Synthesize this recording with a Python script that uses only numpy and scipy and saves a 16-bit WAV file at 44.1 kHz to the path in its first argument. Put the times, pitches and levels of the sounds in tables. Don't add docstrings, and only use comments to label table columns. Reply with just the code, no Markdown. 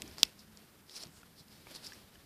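import sys
import numpy as np
from scipy import signal
from scipy.fft import rfft, irfft
from scipy.io import wavfile
from scipy.ndimage import uniform_filter1d

SR = 44100
rng = np.random.default_rng(int(sys.argv[2]) if len(sys.argv) > 2 else 0)


def bounce(signal):
    frames = np.transpose(np.atleast_2d(signal))
    limited = np.clip(frames, -1, 1)
    pcm = np.round(limited * 32767).astype(np.int16)
    wavfile.write(sys.argv[1], SR, pcm)


N = 99225

# (frequency [Hz], relative level [dB])
ROOM_SPECTRUM = [(15, -52), (25, -10), (81, -1.5), (189, -3.5), (608, -16.5), (1720, -18), (2010, -20.5),
                 (4590, -28), (14400, -23)]
# (time [s], gain [dB])
RUMBLE_GAINS = [(0, 5.5), (.85, -3), (.93, -18), (1.07, 2.5), (1.74, -3.5), (2.0, -1)]
# (time [s], level [dB])
HUM_LEVELS = [(0, -66), (.5, -65), (.72, -78), (1.15, -77.5), (2.25, -73.5)]
# (time [s], level [dB])
RUB_LEVELS = [(0, -57.5), (.245, -55), (.32, -64.5), (.53, -67.5), (.60, -61.5), (.70, -66.5), (.85, -70.5),
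              (.96, -56.5), (1.04, -56), (1.11, -64.5), (1.46, -69), (1.57, -62), (1.64, -65),
              (1.70, -52.5), (1.81, -59.5), (1.87, -56), (2.0, -61), (2.1, -65), (2.25, -63)]
# (frequency [Hz], relative level [dB])
RUB_SPECTRUM = [(70, -8), (280, 4), (600, -2.5), (1300, -6.5), (2800, -6), (4800, -5), (6500, -13.5),
                (11500, -13), (14400, -17)]
# (peak time [s], swell [s], fade [s], level [dB], pitch [Hz])
HAND_BUMPS = [(0.05, 0.13, 0.037, -52.5, 243), (0.1826, .0006, 0.005, -46.5, 1010),
              (1.037, 0.00083, 0.0045, -50, 476), (1.06, 0.0087, 0.029, -54, 149),
              (1.409, .01, .011, -53, 172), (1.669, 0.0011, 0.0054, -51.5, 730)]
# (time [s], level [dB], ring pitch [Hz], treble cutoff [Hz])
BUBBLE_CLICKS = [(0.02, -18.5, 2930, 16000), (0.0782, -33.5, 5700, 9000), (.1128, -38, 5560, 9000),
                 (.183, -25.5, 4950, 14000), (0.1907, -33, 5200, 14000), (0.197, -27, 5600, 11000),
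                 (0.393, -38, 5050, 11000), (.573, -32.5, 4870, 8040), (.896, -31.5, 3500, 6470),
                 (1.0346, -24, 5050, 6500), (1.037, -28, 5640, 7000), (1.0537, -37, 4000, 5000),
                 (1.0695, -38.5, 5700, 7500), (1.483, -45, 5210, 6800), (1.7506, -26.5, 4500, 7440),
                 (1.7585, -32, 4740, 9150), (1.8634, -30, 5200, 14000), (1.8673, -24.5, 5100, 14000),
                 (1.874, -29.5, 5230, 14000)]
# (frequency [Hz], relative level [dB])
CLICK_SPECTRUM = [(100, -9.5), (1000, -19.5), (2000, -6), (3000, -9), (5000, 2), (6200, -6.5), (7800, -2.5),
                  (11500, -10), (14400, -7.5)]
# (peak time [s], swell [s], fade [s], level [dB], resonance [Hz])
SKIN_PEELS = [(.2, 0.014, 0.056, -54.5, 5360), (0.253, 0.0049, 0.0041, -49, 5220),
              (0.395, 0.0046, 0.018, -55.5, 5200), (0.916, 0.021, 0.024, -55.5, 5000),
              (0.965, .013, 0.013, -45, 5400), (0.9782, .004, 0.0022, -47.5, 5100),
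              (1.008, 0.014, 0.01, -49.5, 4650), (1.028, 0.01, 0.0089, -49, 4900),
              (1.176, 0.042, 0.028, -60, 7240), (1.399, .016, 0.013, -52, 4590),
              (1.522, 0.015, 0.073, -60, 4900), (1.763, 0.016, 0.012, -46.5, 4430),
              (1.85, 0.018, 0.054, -49, 4760)]
# (frequency [Hz], relative level [dB])
PEEL_SPECTRUM = [(100, -21), (1000, -8.5), (2200, -12.5), (3200, -3.5), (5300, -1), (6200, -8.5),
                 (7500, -6), (9700, -3), (12000, -10), (14400, -12.5)]
# (frequency [Hz], relative level [dB])
SNAP_SPECTRUM = [(60, -28), (240, -11.5), (600, -24.5), (1200, -19.5), (1950, -22), (2090, -32.5),
                 (2280, -11), (3450, 2), (4300, -3.5), (5000, 0), (6100, -9), (7000, -9), (8200, -16.5),
                 (8900, -10.5), (11600, -29.5), (12600, -22), (14400, -16)]
# (frequency [Hz], level [dB], time to fall 60 dB [s])
SNAP_MODES = [(240, -56, 0.071), (2647, -31, 0.029), (3480, -34.5, .008), (5060, -30.5, 0.0139)]
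# (time [s], level [dB], starting pitch [Hz])
POCKET_POPS = [(1.0275, -53.5, 980), (1.231, -43, 1360), (1.669, -44.5, 2254), (1.9208, -40, 1660),
               (1.9319, -45, 1900), (1.9328, -40.5, 5420), (2.155, -50, 2940), (2.1552, -50, 1650)]

ROOM_DB, RUMBLE_BELOW_HZ, RUMBLE_WAVER_DB = -62, 119.5, 3.5
HUM_HZ, HUM_WAVER_DB = 209, 4.5
CLICK_Q, CLICK_RING_DB, CLICK_TEAR_DB = 5, 10, 2
LONGEST_TEAR_S = 0.00168
PEEL_Q, PEEL_RING_DB, PEEL_FLUTTER_DB = 4.03, 11, 1
FIZZ_PER_S, FIZZ_HZ, FIZZ_OCTAVES, FIZZ_T60_S = 220, 4900, 0.29, 0.0032
FIZZ_DB = -8.5
SNAP_AT_S, SNAP_DB = 0.23197, 9.5
COLLAPSE_DB, COLLAPSE_PEAK_S = -18, 0.00115
FLUTTER_DB, FLUTTER_DECAY_S, FLUTTER_HZ = -53, 0.032, 2580
POP_T60_S, POP_ATTACK_S, POP_GLIDE_PER_S, POP_WET_DB = 0.018, 0.00053, 11, -8.5
TOP_HZ = 14650


def undb(db):
    return 10 ** (np.asarray(db) / 20)


def unit(x):
    return x / np.sqrt(np.mean(x ** 2))


def add(out, at, sound):
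    i = max(int(at * SR), 0)
    out[i:i + len(sound)] += sound[:N - i]


def colour(x, spectrum, size=2048):
    hz, db = np.array(spectrum, float).T
    freqs = np.maximum(np.fft.rfftfreq(size, 1 / SR), 1)
    gain = undb(np.interp(np.log(freqs), np.log(hz), db))
    cepstrum = irfft(np.log(gain))
    cepstrum[1:size // 2] *= 2
    cepstrum[size // 2 + 1:] = 0
    impulse = irfft(np.exp(rfft(cepstrum)))
    return signal.fftconvolve(x, impulse / np.linalg.norm(impulse))[:len(x)]


def band(x, hz, q):
    return signal.lfilter(*signal.iirpeak(min(hz, SR / 3), q, fs=SR), x)


def drift(per_s):
    hold = max(int(SR / per_s), 1)
    steps = rng.standard_normal(N)[np.arange(N) // hold]
    return unit(uniform_filter1d(steps, hold))


def ring(t, hz, t60):
    return np.sin(2 * np.pi * hz * t) * np.exp(-np.log(1000) * t / t60)


def swell(t, peak, rise, fade):
    return np.exp(np.minimum((t - peak) / rise, (peak - t) / fade))


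def grains(per_s, spread_db):
    size = undb(spread_db * np.minimum(rng.exponential(size=N), 4))
    bursts = rng.random(N) < per_s / SR
    return unit(bursts * size * rng.choice([-1, 1], N))


def room_tone(t):
    pitch = HUM_HZ * (1 + 0.024 * drift(30.02))
    tone = np.sin(2 * np.pi * np.cumsum(pitch) / SR)
    wavering = unit(tone / undb(HUM_WAVER_DB * drift(5.7)))
    hum = undb(np.interp(t, *np.array(HUM_LEVELS).T)) * wavering
    air = unit(colour(rng.standard_normal(N), ROOM_SPECTRUM))
    rumble = signal.sosfiltfilt(signal.butter(2, RUMBLE_BELOW_HZ, fs=SR, output="sos"), air)
    hiss = air - rumble
    heave = undb(np.interp(t, *np.array(RUMBLE_GAINS).T) + RUMBLE_WAVER_DB * drift(14.07))
    return undb(ROOM_DB) * (hiss + rumble * heave) + hum


def rubbing(t):
    db = np.interp(t, *np.array(RUB_LEVELS).T) + 1.5 * drift(59.78)
    return colour(grains(per_s=7400, spread_db=2.5) * undb(db), RUB_SPECTRUM)


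def bumps(t):
    out = np.zeros(N)
    for at, rise, fade, db, hz in HAND_BUMPS:
        thud = unit(band(band(rng.standard_normal(N), hz, q=0.96), hz, q=0.96))
        out += undb(db) * swell(t, at, rise, fade) * thud
    return out


def clicks(t):
    out, t = np.zeros(N), t[:SR // 20]
    loudest_db = max(row[1] for row in BUBBLE_CLICKS)
    for at, db, hz, cutoff_hz in BUBBLE_CLICKS:
        tear_s = LONGEST_TEAR_S * np.sqrt(undb(db - loudest_db))
        tear = rng.standard_normal(len(t)) * np.exp(-t / tear_s)
        push = (t == 0) + undb(CLICK_TEAR_DB) * tear / np.linalg.norm(tear)
        softened = signal.lfilter(*signal.butter(2, cutoff_hz, fs=SR), push)
        crack = colour(softened, CLICK_SPECTRUM)
        click = crack + undb(CLICK_RING_DB) * band(crack, hz, CLICK_Q)
        add(out, at, undb(db) * click * np.linalg.norm(push) / np.linalg.norm(click))
    return out


def peeling(t):
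    ruptures = grains(per_s=12000, spread_db=1) * undb(PEEL_FLUTTER_DB * drift(220))
    crackle = colour(ruptures, PEEL_SPECTRUM)
    bubbles = undb(FIZZ_DB) * fizz(t)
    out = np.zeros(N)
    for at, rise, fade, db, hz in SKIN_PEELS:
        ringing = unit(crackle + undb(PEEL_RING_DB) * band(crackle, hz, PEEL_Q))
        out += undb(db) * swell(t, at, rise, fade) * unit(ringing + bubbles)
    return out


def fizz(t):
    out = np.zeros(N)
    for when, size, pitch in rng.random((int(FIZZ_PER_S * N / SR), 3)):
        hz = FIZZ_HZ * 2 ** (FIZZ_OCTAVES * (2 * pitch - 1))
        add(out, when * t[-1], size * ring(t[:SR // 20], hz, FIZZ_T60_S))
    return unit(out)


def snap(t):
    out, t = np.zeros(N), t[:SR // 4]
    collapse = rng.standard_normal(len(t)) * t * np.exp(-t / COLLAPSE_PEAK_S)
    push = (t == 0) + undb(COLLAPSE_DB) * collapse / np.linalg.norm(collapse)
    crack = undb(SNAP_DB) * colour(push, SNAP_SPECTRUM)
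    film = unit(band(band(rng.standard_normal(len(t)), FLUTTER_HZ, q=1.7), FLUTTER_HZ, q=2.3))
    flutter = undb(FLUTTER_DB) * film * np.exp(-t / FLUTTER_DECAY_S)
    ringing = sum(undb(db) * ring(t, hz, t60) for hz, db, t60 in SNAP_MODES)
    add(out, SNAP_AT_S, crack + flutter + ringing)
    return out


def pops(t):
    out, t = np.zeros(N), t[:SR // 20]
    attack = 1 - np.exp(-t / POP_ATTACK_S)
    decay = np.exp(-np.log(1000) * t / POP_T60_S)
    for at, db, hz in POCKET_POPS:
        smack = unit(band(rng.standard_normal(len(t)), hz, q=1)) * decay
        tone = ring(t, hz * (1 + POP_GLIDE_PER_S * t / 2), POP_T60_S)
        add(out, at, undb(db) * attack * (tone + undb(POP_WET_DB) * smack))
    return out


def scene():
    t = np.arange(N) / SR
    slime = snap(t) + clicks(t) + pops(t) + peeling(t) + rubbing(t) + bumps(t)
    return np.tile(slime + room_tone(t), (2, 1))


def record(dry):
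    return signal.sosfilt(signal.ellip(10, .2, 60, TOP_HZ, fs=SR, output="sos"), dry)


dry = scene()
out = record(dry)
bounce(out)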